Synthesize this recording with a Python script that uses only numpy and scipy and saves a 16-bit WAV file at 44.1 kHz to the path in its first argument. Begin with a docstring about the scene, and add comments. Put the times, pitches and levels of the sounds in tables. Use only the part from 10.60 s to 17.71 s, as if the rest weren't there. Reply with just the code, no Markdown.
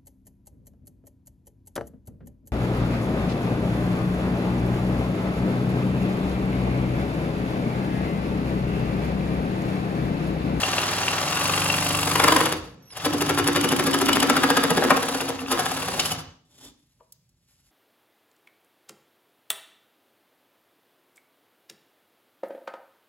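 """First one hears the gear rattle of a reciprocating saw running light in a small workshop. It bites into a
hard plastic fan held in a vise, slows almost to rest, then saws on under load. On each pull stroke the
tooth impacts force the plastic to chatter and rasp, and excite the fan's normal modes; the reciprocating
mass shakes the bench. The blade breaks through, the motor coasts down and the blade scrapes out of the
slot. A soft bump and the rustle of a sleeve follow as the saw is lifted away."""
import sys
import numpy as np
from scipy import signal
from scipy.fft import rfft, irfft, next_fast_len
from scipy.io import wavfile
from scipy.ndimage import uniform_filter1d

SR = 44100
rng = np.random.default_rng(int(sys.argv[2]) if len(sys.argv) > 2 else 0)


def waveform_to_disk(signal):
    """Save audio, clipped to [-1, 1], as 16-bit WAV at the path in sys.argv[1]."""
    frames = np.transpose(np.atleast_2d(signal))
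    scaled = np.clip(frames, -1, 1) * 32767
    samples = np.round(scaled).astype(np.int16)
    wavfile.write(sys.argv[1], SR, samples)


N = 313489
TIME = np.arange(N) / SR
SIZE = next_fast_len(N + SR)
FREQS = np.maximum(np.arange(SIZE // 2 + 1) * SR / SIZE, 1)

# Levels are relative: each source applies its own gain.
# spectrum of the quiet workshop: f/Hz, level/dB
AMBIENT_COLOUR = [(20, -21.5), (50, -2.5), (120, -1), (400, -21), (1600, -30), (4500, -25), (8000, -28),
                  (15000, -39)]
# reverberant against direct sound: f/Hz, level/dB
ROOM_COLOUR = [(100, 0), (300, 1.5), (700, -4.5), (2000, -5), (4500, -5.5), (7000, -9.5), (10000, -27.5),
               (16000, -13.5)]
# lead of the left microphone port over the right: f/Hz, phase/rad
PORT_PHASE = [(0, 0), (1800, .5), (3300, 1.5), (5700, 2.6), (7100, 6.3), (9100, 9.4), (16000, 18.8)]
# left port minus right: f/Hz, level/dB
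PORT_BALANCE = [(100, -2.5), (300, -1.5), (700, 4), (1400, 4.5), (3000, 3), (4200, 2), (5500, -6.5),
                (7000, 0.5), (10000, 0)]

# modes of the hollow bump: f/Hz, bandwidth/Hz, level/dB
BUMP_MODES = [(480, 43, 3.5), (647, 20, 2), (950, 45, 3.5), (1200, 70, -11)]
# envelope of the sleeve's rustle: t/s, level/dB
RUSTLE = [(6.2, -72), (6.78, -81.5), (6.92, -65.5), (6.98, -71), (7.06, -67), (7.12, -74)]
# spectrum of the rustle: f/Hz, level/dB
RUSTLE_COLOUR = [(100, 14), (400, -3), (5000, 4), (7400, 4), (11300, 6), (15000, -14)]
# envelope of the blade's scrape out of the slot: t/s, level/dB
WITHDRAWAL = [(5.88, -78), (5.99, -59.5), (6.07, -53.5), (6.12, -72), (6.2, -85)]
# spectrum of that scrape: f/Hz, level/dB
SCRAPE_COLOUR = [(300, 2), (1000, -3), (2000, -8), (3300, -4), (5000, -1.5), (8000, -1), (11000, -4),
                 (15500, -19)]
# low mode of the fan's blades after the cut: f/Hz, bandwidth/Hz, level/dB
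CUT_FAN_MODE = [(259.4, 30, -1.5)]

# crank speed set by the trigger, one stroke out and back a turn: t/s, stroke rate/Hz
SPEED = [(0, 20.07), (.618, 20.07), (.875, 24.6), (1.3, 24.18), (1.778, 24.04), (2.068, 1.87), (2.28, 1.69),
         (2.384, 12), (2.63, 12.86), (2.765, 10.45), (3.089, 13.14), (3.899, 14.84), (4.258, 14.99),
         (4.534, 17.62), (4.8, 6.23), (5.082, 18.21), (5.484, 16.9), (5.709, 6.11), (5.85, 0)]
# spectral envelope of the shaking's harmonics: f/Hz, level/dB
SHAKE_COLOUR = [(25, -44.5), (48, -21), (60, -13.5), (78, -15.5), (94, -4), (100, 3), (121, -18),
                (135, -14), (146, 1), (158, -10.5), (171, -2.5), (182, -7.5), (200, -11.5), (245, -20),
                (290, -2), (340, -11.5)]
# coupling of the saw's shoe to vise and bench: t/s, level/dB
BRACING = [(.7, 1), (.95, 2), (1.6, 4.5), (1.8, 0.5), (1.97, -1.5), (2.12, 11.5), (2.38, -3.5), (2.5, 3),
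           (2.8, 6.5), (3.6, -2), (4.25, -0.5), (4.5, -7.5), (4.9, -4), (5.5, -1)]
# whine of the drive as it picks up again: t/s, f/Hz, level/dB
WHINE = [(2.255, 5800, -64.5), (2.29, 5770, -57), (2.328, 5000, -43.5), (2.345, 4830, -61.5)]
# resonances of the saw's housing: f/Hz, bandwidth/Hz, lift/dB
HOUSING_RESONANCES = [(746, 52, 6), (1126, 56, 5.5), (1800, 40, 1.5), (2780, 110, 0.5), (4760, 130, 5),
                      (6090, 300, 8.5), (7700, 370, 2)]
# spectrum of sliding friction: f/Hz, level/dB
FRICTION_COLOUR = [(2000, -13), (4500, -2.5), (6500, -8.5), (8500, 4), (9500, 0), (10700, 5), (12300, -6.5),
                   (15500, -9.5)]
# modes of the slider's clack: f/Hz, bandwidth/Hz, level/dB
CLACK_MODES = [(1200, 220, -5.5), (2520, 200, -4.5), (2753, 80, 1.5), (3300, 380, -5)]
# clacking allowed by the slider's play: t/s, level/dB
SLIDER_PLAY = [(1.4, -8), (2.5, -5), (5, -10)]
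# slams of the slider into the end of its play: t/s, level/dB
HARD_CLACKS = [(0.033, -19), (0.481, -18), (1.019, -22), (1.099, -22.5), (1.14, -18.5), (4.79, -26.5),
               (4.861, -30)]
# spectrum of the gear rattle: f/Hz, level/dB
GEAR_COLOUR = [(100, -38.5), (250, -8), (500, -1.5), (750, -1.5), (1200, -1.5), (2000, -6), (2900, -7.5),
               (4100, -7), (4700, -8.5), (6500, -12.5), (10000, -31), (16000, -38)]
# the loose saw rattles more until the blade settles into its groove: t/s, level/dB
LOOSENESS = [(.3, 4), (1.4, 1), (1.85, -2), (2.0, -7.5), (2.5, 0.5), (5.2, -1)]

# cracks, bumps and ticks: t/s, level/dB, f/Hz, decay time/s
KNOCKS = [(1.933, -45, 10000, 0.0025), (2.304, -48, 2460, 0.0072), (2.359, -41, 2400, 0.005),
          (2.4, -34.5, 2460, .008), (3.768, -21, 1110, 0.0054), (3.836, -22.5, 1610, 0.0098),
          (4.223, -15.5, 810, 0.0058), (4.306, -9, 910, 0.0096), (5.396, -16.5, 3600, 0.0064),
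          (6.05, -48.5, 7020, 0.0063), (6.5235, -42.5, 9470, 0.0044), (6.692, -64.5, 8010, .006)]
# modes of the steel blade: f/Hz, bandwidth/Hz, level/dB
STEEL_MODES = [(2990, 58, 1), (4000, 280, -9.5), (5280, 400, -7), (7260, 780, -13.5), (8085, 300, -8.5)]
# the steel blade snaps free of the slot: t/s, level/dB
PINGS = [(3.332, -20.5), (3.532, -16.5), (3.602, -16), (5.4, -16.5), (5.457, -22.5), (5.519, -25)]
# mode of the fan's rim: f/Hz, bandwidth/Hz, level/dB
RIM_MODE = [(734, 44, 0.0039)]
# flicks on the rim: t/s, level/dB
RIM_FLICKS = [(4.613, -15), (4.992, -15.5), (5.118, -18)]
# chips break off the cut: t/s, level/dB
CHIP_SNAPS = [(2.623, -18), (2.741, -31), (2.876, -13.5), (2.932, -25.5), (3.012, -20), (3.164, -21.5),
              (3.238, -24.5), (3.312, -21), (3.341, -23), (5.006, -27.5), (5.331, -32)]
# modes of the fan's hub: f/Hz, bandwidth/Hz, level/dB
HUB_MODES = [(363.5, 12, 6.5), (399, 10, -0.5), (473.4, 20, -1.5), (467, 10, -3.5), (499, 13, -6.5),
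             (619, 33, -5)]
# the fan's blades sound lower as the cut weakens the hub: t/s, f/Hz
FAN_BLADE_PITCH = [(1.8, 314), (2.6, 295), (3.1, 280), (3.6, 277), (4.1, 278), (4.5, 270), (5.2, 268)]
# modes reached as the slot lengthens: t/s, favoured hub f/Hz, blades level/dB, hub level/dB, rim level/dB
FAN_EXCITATION = [(1.5, 530, -43, -32, -52), (1.7, 540, -21.5, -23, -41.5), (1.92, 500, -33, -30, -47.5),
                  (2.15, 480, -65.5, -55, -76), (2.33, 450, -68.5, -68, -78),
                  (2.43, 450, -43.5, -47, -55.5), (2.46, 458, -22, -27, -37), (2.601, 410, -28, -26.5, -33),
                  (2.9, 415, -25.5, -24.5, -36.5), (3.5, 394, -20, -25.5, -43),
                  (3.95, 494, -23.5, -26, -35.5), (4.22, 510, -24, -18, -33), (4.33, 477, -24.5, -27, -24),
                  (4.47, 478, -41, -31.5, -38.5), (4.54, 478, -25, -30, -36), (4.6, 476, -38, -34.5, -29.5),
                  (4.7, 478, -30.5, -26, -32.5), (4.77, 474, -40.5, -42, -42.5),
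                  (4.86, 474, -32.5, -38, -38), (4.931, 475, -29, -24.5, -43), (5.0, 478, -45, -33.5, -28),
                  (5.15, 475, -35, -45.5, -40), (5.32, 432, -44.5, -32.5, -41.5),
                  (5.58, 474, -43, -52.5, -34.5), (5.66, 475, -66, -72, -72)]
# upper resonances of the fan: f/Hz, bandwidth/Hz, lift/dB
FAN_RESONANCES = [(740, 58, 1.3), (1073, 61, 4), (1338, 88, 8.9), (1730, 140, 4.3), (2868, 34, 5),
                  (4680, 240, 7.3)]

# how hard the blade is pressed into the plastic: t/s, level/dB
FEED = [(1.25, -18), (1.519, -4.5), (1.629, 8.5), (1.82, 2.5), (1.929, -7), (2.37, -16), (2.75, 0),
        (3.35, -1.5), (3.83, 3.5), (4.2, -1), (4.43, -6), (4.6, -9.5), (4.8, -15), (4.95, -0.5),
        (5.16, -12.5), (5.511, -21), (5.6, -23.5)]
# strokes on which the teeth snag: t/s, extra force/dB, extra chip level/dB
SNAGS = [(2.455, 11, 8.5), (2.612, 1, 1.5), (2.878, 0.5, 1), (4.308, 6.5, 3), (4.922, 3.5, 5),
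         (5.404, 10, 12.5), (5.456, -5, 14.5), (5.518, 10, 13.5)]
# bites are drawn out early in the main cut, short midway, longest near the end: t/s, length factor
BITE_LENGTH = [(1.8, 0.94), (2.6, 1.35), (3.5, 1.3), (3.72, 0.75), (4.5, 1), (5, 2.2)]
# the blade binds and catches on the return strokes: t/s, level/dB
BINDING = [(2.55, -33.5), (2.94, -34), (3.08, -24), (3.33, -35), (3.47, -21), (3.6, -24), (3.721, -43.5)]
# spectrum of the plastic's chatter: f/Hz, level/dB
CHATTER_COLOUR = [(150, -21.5), (450, -2.5), (650, -6.5), (800, -1.5), (1100, -2.5), (1400, -4.5),
                  (2000, 0.5), (3000, -5), (8000, -47.5)]
# spectrum of the teeth's rasp: f/Hz, level/dB
RASP_COLOUR = [(800, -35.5), (2000, 2), (2900, 1.5), (3500, 1), (4200, -9.5), (4800, -6.5), (9000, -26.5)]
# spectrum of the chips' crackle: f/Hz, level/dB
CHIP_COLOUR = [(2500, -18.5), (4800, 3), (6000, 1.5), (7500, -3), (9500, 4), (10700, 5.5), (12300, -5),
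               (15500, -15)]

ROOM_T60_S, BREAKTHROUGH_S = 0.46, 5.503
FULL_SPEED_HZ, SKID_SPEED_HZ = 24, 7.2


def amp(db):
    """Amplitude ratio of a level in decibels."""
    return 10 ** (np.asarray(db) / 20)


def rms_one(x):
    """Normalisation to unit mean power."""
    return x / np.sqrt(np.mean(np.abs(x) ** 2) + 1e-20)


def at_time(curve, times=TIME):
    """Linear interpolation of a curve in time."""
    return np.interp(times, *np.transpose(curve))


def gains(rows):
    """Gated envelopes: one gain per dB column, open from 30 ms before the first row until the last."""
    s, *columns = np.transpose(rows)
    gate = (TIME >= s[0] - .03) * (TIME <= s[-1])
    return [amp(np.interp(TIME, s, db)) * gate for db in columns]


def at_hz(points, hz):
    """Interpolation of a spectrum in log frequency."""
    f, value = np.transpose(points)
    return np.interp(np.log(hz), np.log(f), value)


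def filtered(x, response):
    """Convolution, as a product of spectra."""
    return irfft(rfft(x, SIZE) * response, SIZE)[..., :N]


def body(x, colour, resonances=()):
    """Minimum-phase filter with a broad colour and narrow resonances; white input keeps its power."""
    peaks_db = sum(lift / (1 + (2 * (FREQS - hz) / width) ** 2) for hz, width, lift in resonances)
    cepstrum = irfft(np.log(amp(at_hz(colour, FREQS) + peaks_db)), SIZE)
    return filtered(x, rms_one(np.exp(rfft(2 * cepstrum[:SIZE // 2], SIZE))))


def ring(x, modes):
    """Modal superposition: damped resonators in parallel, alternating in sign."""
    out = 0
    for k, (hz, width, db) in enumerate(modes):
        mode = signal.lfilter(*signal.iirpeak(hz, hz / width, fs=SR), x + 1e-18)
        out = out + (-1) ** k * amp(db) * mode * np.sqrt(SR / (np.pi * width))
    return out


def gliding_ring(x, hz, width_hz):
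    """A damped resonator whose natural frequency varies in time."""
    spin = np.exp(2j * np.pi * np.cumsum(hz) / SR)
    return np.real(spin * signal.lfilter([1], [1, -np.exp(-np.pi * width_hz / SR)], x / spin))


def grains(per_s, spread_db):
    """Shot noise: random clicks of uneven size, at unit power."""
    clicks = (rng.random(N) < per_s / SR) * rng.choice([-1, 1], N)
    return rms_one(clicks * amp(spread_db * np.clip(rng.standard_normal(N), -2, 2)))


def crossings(position):
    """Impulse train: a click at each whole number passed, weaker as the clicks crowd together."""
    step = np.abs(np.gradient(position))
    return (np.diff(np.floor(position), prepend=np.floor(position[0])) != 0) / np.sqrt(step + 0.0013)


def wander(per_s):
    """Random modulation of spread about 1, interpolated between Gaussian values."""
    knots = rng.standard_normal(SR // 2)
    return np.interp(TIME * per_s, np.arange(len(knots)), knots)


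def lobe(turn, at, width):
    """Periodic modulation: one smooth bump a turn; place and width in turns."""
    return np.exp((np.cos(2 * np.pi * (turn - at)) - 1) / (2 * np.pi * width) ** 2)


def bursts(clock, times, levels_db, rise, fall):
    """Exponential growth and decay around each event; rise and fall in the clock's units."""
    out = np.zeros(N)
    for s, db, up, down in np.broadcast(times, levels_db, rise, fall):
        at = int(s * SR)
        near = slice(max(at - SR // 20, 0), at + SR // 10)
        since = clock[near] - clock[at]
        out[near] += amp(db) * np.exp(-np.maximum(-since / up, since / down))
    return out


def ambience():
    """Stationary noise: the faint, low background of the workshop."""
    return amp(-72.5) * body(rng.standard_normal(N), AMBIENT_COLOUR)


def reverberation(x):
    """A diffuse field decays exponentially, coherent at the two ports in the bass but not the treble."""
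    tail = rng.standard_normal((2, SR)) * amp(-60 * TIME[:SR] / ROOM_T60_S) * (TIME[:SR] > .003)
    mid, side = rms_one(rfft(tail, SIZE))
    coherence = 1 / (1 + (FREQS / 600) ** 2)
    pair = (np.sqrt(1 + coherence) * mid + np.sqrt(1 - coherence) * side * [[1], [-1]]) / np.sqrt(2)
    return filtered(x, pair * amp(at_hz(ROOM_COLOUR, FREQS)))


def direct_sound(x):
    """The direct wave reaches the two microphone ports with a difference of phase and level."""
    half = np.array([[.5], [-.5]])
    phase = np.interp(FREQS, *np.transpose(PORT_PHASE))
    return filtered(x, amp(half * at_hz(PORT_BALANCE, FREQS)) * np.exp(1j * half * phase))


def handling():
    """A soft impact excites hollow modes as the saw is lifted; friction makes a sleeve rustle."""
    impact = bursts(TIME, [6.405], [-57], rise=0.0037, fall=0.01) * rng.standard_normal(N)
    level, = gains(RUSTLE)
    rubbing = level * amp(2 * wander(per_s=74)) * grains(per_s=6000, spread_db=2)
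    return ring(impact, BUMP_MODES) + body(rubbing, RUSTLE_COLOUR)


def withdrawal():
    """Stick-slip friction: the stopped blade scrapes out, the steel rings and the fan hums faintly."""
    level, = gains(WITHDRAWAL)
    slips = level * amp(2.5 * wander(per_s=70)) * grains(per_s=5000, spread_db=5)
    scrape = body(slips, SCRAPE_COLOUR, resonances=[(3100, 150, 5.4), (3520, 220, 12.5)])
    return amp(5.5) * scrape + amp(-4.5) * ring(slips, CUT_FAN_MODE)


def running(speed, full_db, db_per_decade, fade_db_per_s, lag_s=0.027):
    """Power law: a part's amplitude follows the speed a moment late, and fades after the breakthrough."""
    late = np.interp(TIME - lag_s, TIME, speed)
    fade_db = fade_db_per_s * np.maximum(TIME - BREAKTHROUGH_S, 0)
    return amp(full_db + db_per_decade * np.log10(late / FULL_SPEED_HZ + 1e-4) - fade_db)


def shaking(turn, speed):
    """Forced vibration: the moving mass shakes saw and bench at stroke harmonics, over a faint rumble."""
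    level = running(speed, full_db=-37.5, db_per_decade=14, fade_db_per_s=34, lag_s=.07)
    stroke_hz = np.maximum(speed, 1)
    harmonics = sum(amp(at_hz(SHAKE_COLOUR, k * stroke_hz)) * np.sin(2 * np.pi * (k * turn + rng.random()))
                    for k in range(2, 15))
    rumble_colour = [(30, -35), (60, -6), (110, 0), (220, 0), (400, -25), (2000, -70)]
    rumble = amp(-10) * body(rng.standard_normal(N), rumble_colour)
    return amp(at_time(BRACING)) * level * (harmonics + rumble)


def whine():
    """The drive's thin gliding tone and its octave, roughened by frequency and amplitude modulation."""
    s, hz, db = np.transpose(WHINE)
    pitch = np.interp(TIME, s, hz) * (1 + 0.013 * wander(per_s=700))
    phase = 2 * np.pi * np.cumsum(pitch) / SR
    level, = gains(np.transpose([s, db]))
    return level * amp(3.4 * wander(per_s=140)) * (np.sin(phase) + 0.83 * np.sin(2 * phase))


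def friction(turn, speed):
    """Sliding friction: the blade's flanks rub in the slot, out and back."""
    level = running(speed, full_db=-32.5, db_per_decade=53, fade_db_per_s=217)
    sliding = 0.69 + 0.64 * lobe(turn, at=.01, width=0.056) + 0.96 * lobe(turn, at=-0.46, width=0.11)
    return body(level * sliding * grains(per_s=10000, spread_db=7.5), FRICTION_COLOUR, HOUSING_RESONANCES)


def clacks(turn, level):
    """Backlash: the slider hits one end of its play hard, the other softly, and rattles after each hit."""
    hits = (crossings(turn + .105) + .3 * crossings(turn - .41)) * amp(2.3 * wander(per_s=18))
    bounce_samples = 0.0039 * SR
    dying = signal.lfilter([1], [1, -np.exp(-1 / bounce_samples)], hits + 1e-18)
    rattle = grains(per_s=6000, spread_db=5)
    impacts = .85 * hits + .6 * rattle * dying / np.sqrt(bounce_samples / 2)
    slams = bursts(TIME, *np.transpose(HARD_CLACKS), rise=.0005, fall=.002)
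    return ring(level * amp(at_time(SLIDER_PLAY)) * impacts + slams * rattle, CLACK_MODES)


def gearbox(turn, speed):
    """Impact noise: worn gear teeth repeat their pattern each turn, amid loose parts and slider clacks."""
    level = amp(at_time(LOOSENESS)) * running(speed, full_db=-27, db_per_decade=25.8, fade_db_per_s=82)
    tooth_count = 53
    wear = rms_one(rng.standard_normal(tooth_count))
    mesh = crossings(turn * tooth_count) * wear[np.floor(turn * tooth_count).astype(int) % tooth_count]
    load = 0.56 + 0.5 * lobe(turn, at=0.0047, width=0.088) + 0.53 * lobe(turn, at=-0.37, width=0.027)
    impacts = 0.43 * mesh + 0.68 * grains(per_s=5000, spread_db=4.5)
    return amp(2.13) * body(level * load * impacts, GEAR_COLOUR, HOUSING_RESONANCES) + clacks(turn, level)


def knocks():
    """Band-limited transients: short cracks and bumps, each around its own pitch."""
    out, noise = np.zeros(N), rng.standard_normal(N)
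    for s, db, hz, decay in KNOCKS:
        low, high = .6 * hz, min(1.6 * hz, .45 * SR)
        band = signal.butter(2, [low, high], "band", fs=SR, output="sos")
        burst = bursts(TIME, [s], [db], rise=0.00083, fall=decay) * noise
        out += signal.sosfilt(band, burst + 1e-18) * np.sqrt(SR / 2 / (high - low))
    return amp(1.5) * out


def pings():
    """Free vibration: the steel blade rings after a short scrape, the fan's rim after a flick."""
    scrapes = bursts(TIME, *np.transpose(PINGS), rise=0.00033, fall=0.0029) * rng.standard_normal(N)
    s, db = np.transpose(RIM_FLICKS)
    flicks = np.zeros(N)
    flicks[(s * SR).astype(int)] = amp(db)
    return ring(scrapes, STEEL_MODES) + amp(15) * ring(flicks, RIM_MODE)


def chip_snaps():
    """Brittle fracture: a chip breaks off with a bright snap and a little rasp."""
    snaps = bursts(TIME, *np.transpose(CHIP_SNAPS), rise=0.00027, fall=0.0018) * rng.standard_normal(N)
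    return body(snaps, CHIP_COLOUR) + amp(-3.5) * body(snaps, RASP_COLOUR)


def teeth(turn):
    """Simple harmonic motion: the teeth strike the cut fastest in mid-stroke, among crumbling chips."""
    travel = 7.5 * np.sin(2 * np.pi * turn) + .2 * wander(per_s=400)  # in tooth spacings
    strikes = crossings(travel) * amp(7.0 * wander(per_s=1100))
    return 0.62 * strikes + 0.57 * grains(per_s=3500, spread_db=0.5)


def fan(turn, strikes):
    """Resonance: the teeth pluck the low modes of blades, hub and rim, which swell after each bite."""
    s, favoured_hz, *levels_db = np.transpose(FAN_EXCITATION)
    favoured = np.interp(TIME, s, favoured_hz)
    pluck = strikes * (0.17 + lobe(turn, at=0.086, width=0.088))
    blades = gliding_ring(pluck, at_time(FAN_BLADE_PITCH), width_hz=11)
    hub = sum(ring(pluck, [(hz, width, db)]) / (1 + (np.log(hz / favoured) / 0.13) ** 2)
              for hz, width, db in HUB_MODES)
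    rim = ring(pluck, RIM_MODE)
    swells = (.9 + .3 * lobe(turn, at=.12, width=.08) - .4 * lobe(turn, at=-.12, width=.08),
              0.6 + lobe(turn, at=0.23, width=0.12) - 0.77 * lobe(turn, at=-0.3, width=0.2),
              0.21 + 0.87 * lobe(turn, at=0.046, width=0.1))
    out = 0
    for ringing, level, swell in zip((blades, hub, rim), gains(np.transpose([s, *levels_db])), swells):
        local_rms = np.sqrt(uniform_filter1d(ringing ** 2, size=SR // 30) + 1e-12)
        out = out + level * swell * ringing / local_rms
    return amp(-3.5) * out


def each_stroke(turn, curve, at):
    """Sampling once a turn: the times the crank passes one phase while a curve lasts, and its values."""
    s, db = np.transpose(curve)
    times = np.interp(np.arange(int(turn[-1])) + at, turn, TIME)
    times = times[(times >= s[0]) & (times <= s[-1])]
    return times, np.interp(times, s, db)


def pull_strokes(turn, speed):
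    """Cutting force follows the feed fully, chip noise in part; a slow blade skids, a snag adds a jolt."""
    times, feed_db = each_stroke(turn, FEED, at=0)
    stroke_hz = np.interp(times, TIME, speed)
    grip_db = -20 * np.log10(1 + (SKID_SPEED_HZ / (stroke_hz + 1e-3)) ** 4)
    force_db = feed_db + grip_db + .5 * np.interp(times, TIME, wander(per_s=36))
    chip_db = -22.5 + 0.66 * feed_db + grip_db + .5 * np.interp(times, TIME, wander(per_s=55))
    for s, extra_force_db, extra_chip_db in SNAGS:
        stroke = np.argmin(np.abs(times - s))
        force_db[stroke] += extra_force_db
        chip_db[stroke] += extra_chip_db
    return times, force_db, chip_db


def bite(turn, times, levels_db, skid_db, fall):
    """Envelope of a quiet skid and a sharp grab; a longer grab spreads the same energy."""
    length = at_time(BITE_LENGTH, times)
    grab = bursts(turn, times - .001, levels_db - 10 * np.log10(length), .035 * length, fall * length)
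    return grab + bursts(turn, times, levels_db + skid_db, rise=0.28, fall=0.2)


def flexing(x, colour, resonances):
    """Frequency modulation: a body's resonances drift by a few per cent as it flexes."""
    samples, clock = np.arange(N), np.cumsum(1 + .035 * wander(per_s=11))
    warped = np.interp(samples, clock, x)
    return np.interp(clock, samples, body(warped, colour, resonances))


def cutting(turn, speed, strikes):
    """Source and filter: tooth impacts drive chatter, rasp and crackle; return catches ring the steel."""
    times, force_db, chip_db = pull_strokes(turn, speed)
    chatter_db = force_db - 21
    catches = bursts(TIME, *each_stroke(turn, BINDING, at=.6), rise=0.0023, fall=0.004)
    chattering = bite(turn, times, chatter_db, skid_db=-2, fall=0.14) + .5 * catches
    rasping = bite(turn, times, (chatter_db + chip_db) / 2, skid_db=-3.5, fall=0.067) + 1.2 * catches
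    chipping = bite(turn, times, chip_db, skid_db=-14.5, fall=0.078) + 1.2 * catches
    chatter = flexing(strikes * chattering, CHATTER_COLOUR, FAN_RESONANCES)
    rasp = body(strikes * rasping, RASP_COLOUR, FAN_RESONANCES)
    chips = body(chipping * (.5 * strikes + grains(per_s=6100, spread_db=7.5)), CHIP_COLOUR)
    steel = ring(strikes * catches, STEEL_MODES)
    return chatter + rasp + amp(-0.5) * chips + amp(-6) * steel


def scene():
    """Superposition of direct and reverberant sound; the crank's phase keeps saw and cut in step."""
    speed = at_time(SPEED)
    turn = -.75 + np.cumsum(speed) / SR  # crank angle in turns
    strikes = teeth(turn)
    saw = gearbox(turn, speed) + friction(turn, speed) + whine()
    shake = shaking(turn, speed)
    cut = cutting(turn, speed, strikes) + fan(turn, strikes) + chip_snaps() + knocks() + pings()
    sound = saw + cut + ambience()
    handled = withdrawal() + handling()
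    into_room = sound + amp(-7) * shake + amp(-2) * handled
    return direct_sound(sound + shake + handled) + reverberation(into_room)


def record(dry):
    """Soft saturation rounds the peaks; band limiting cuts below 42 Hz and above 16 kHz."""
    low_cut = signal.sosfilt(signal.butter(4, 42, "high", fs=SR, output="sos"), np.tanh(dry))
    return filtered(low_cut, 1 / np.sqrt(1 + (FREQS / 16000) ** 160))


dry = scene()
out = record(dry)
waveform_to_disk(out)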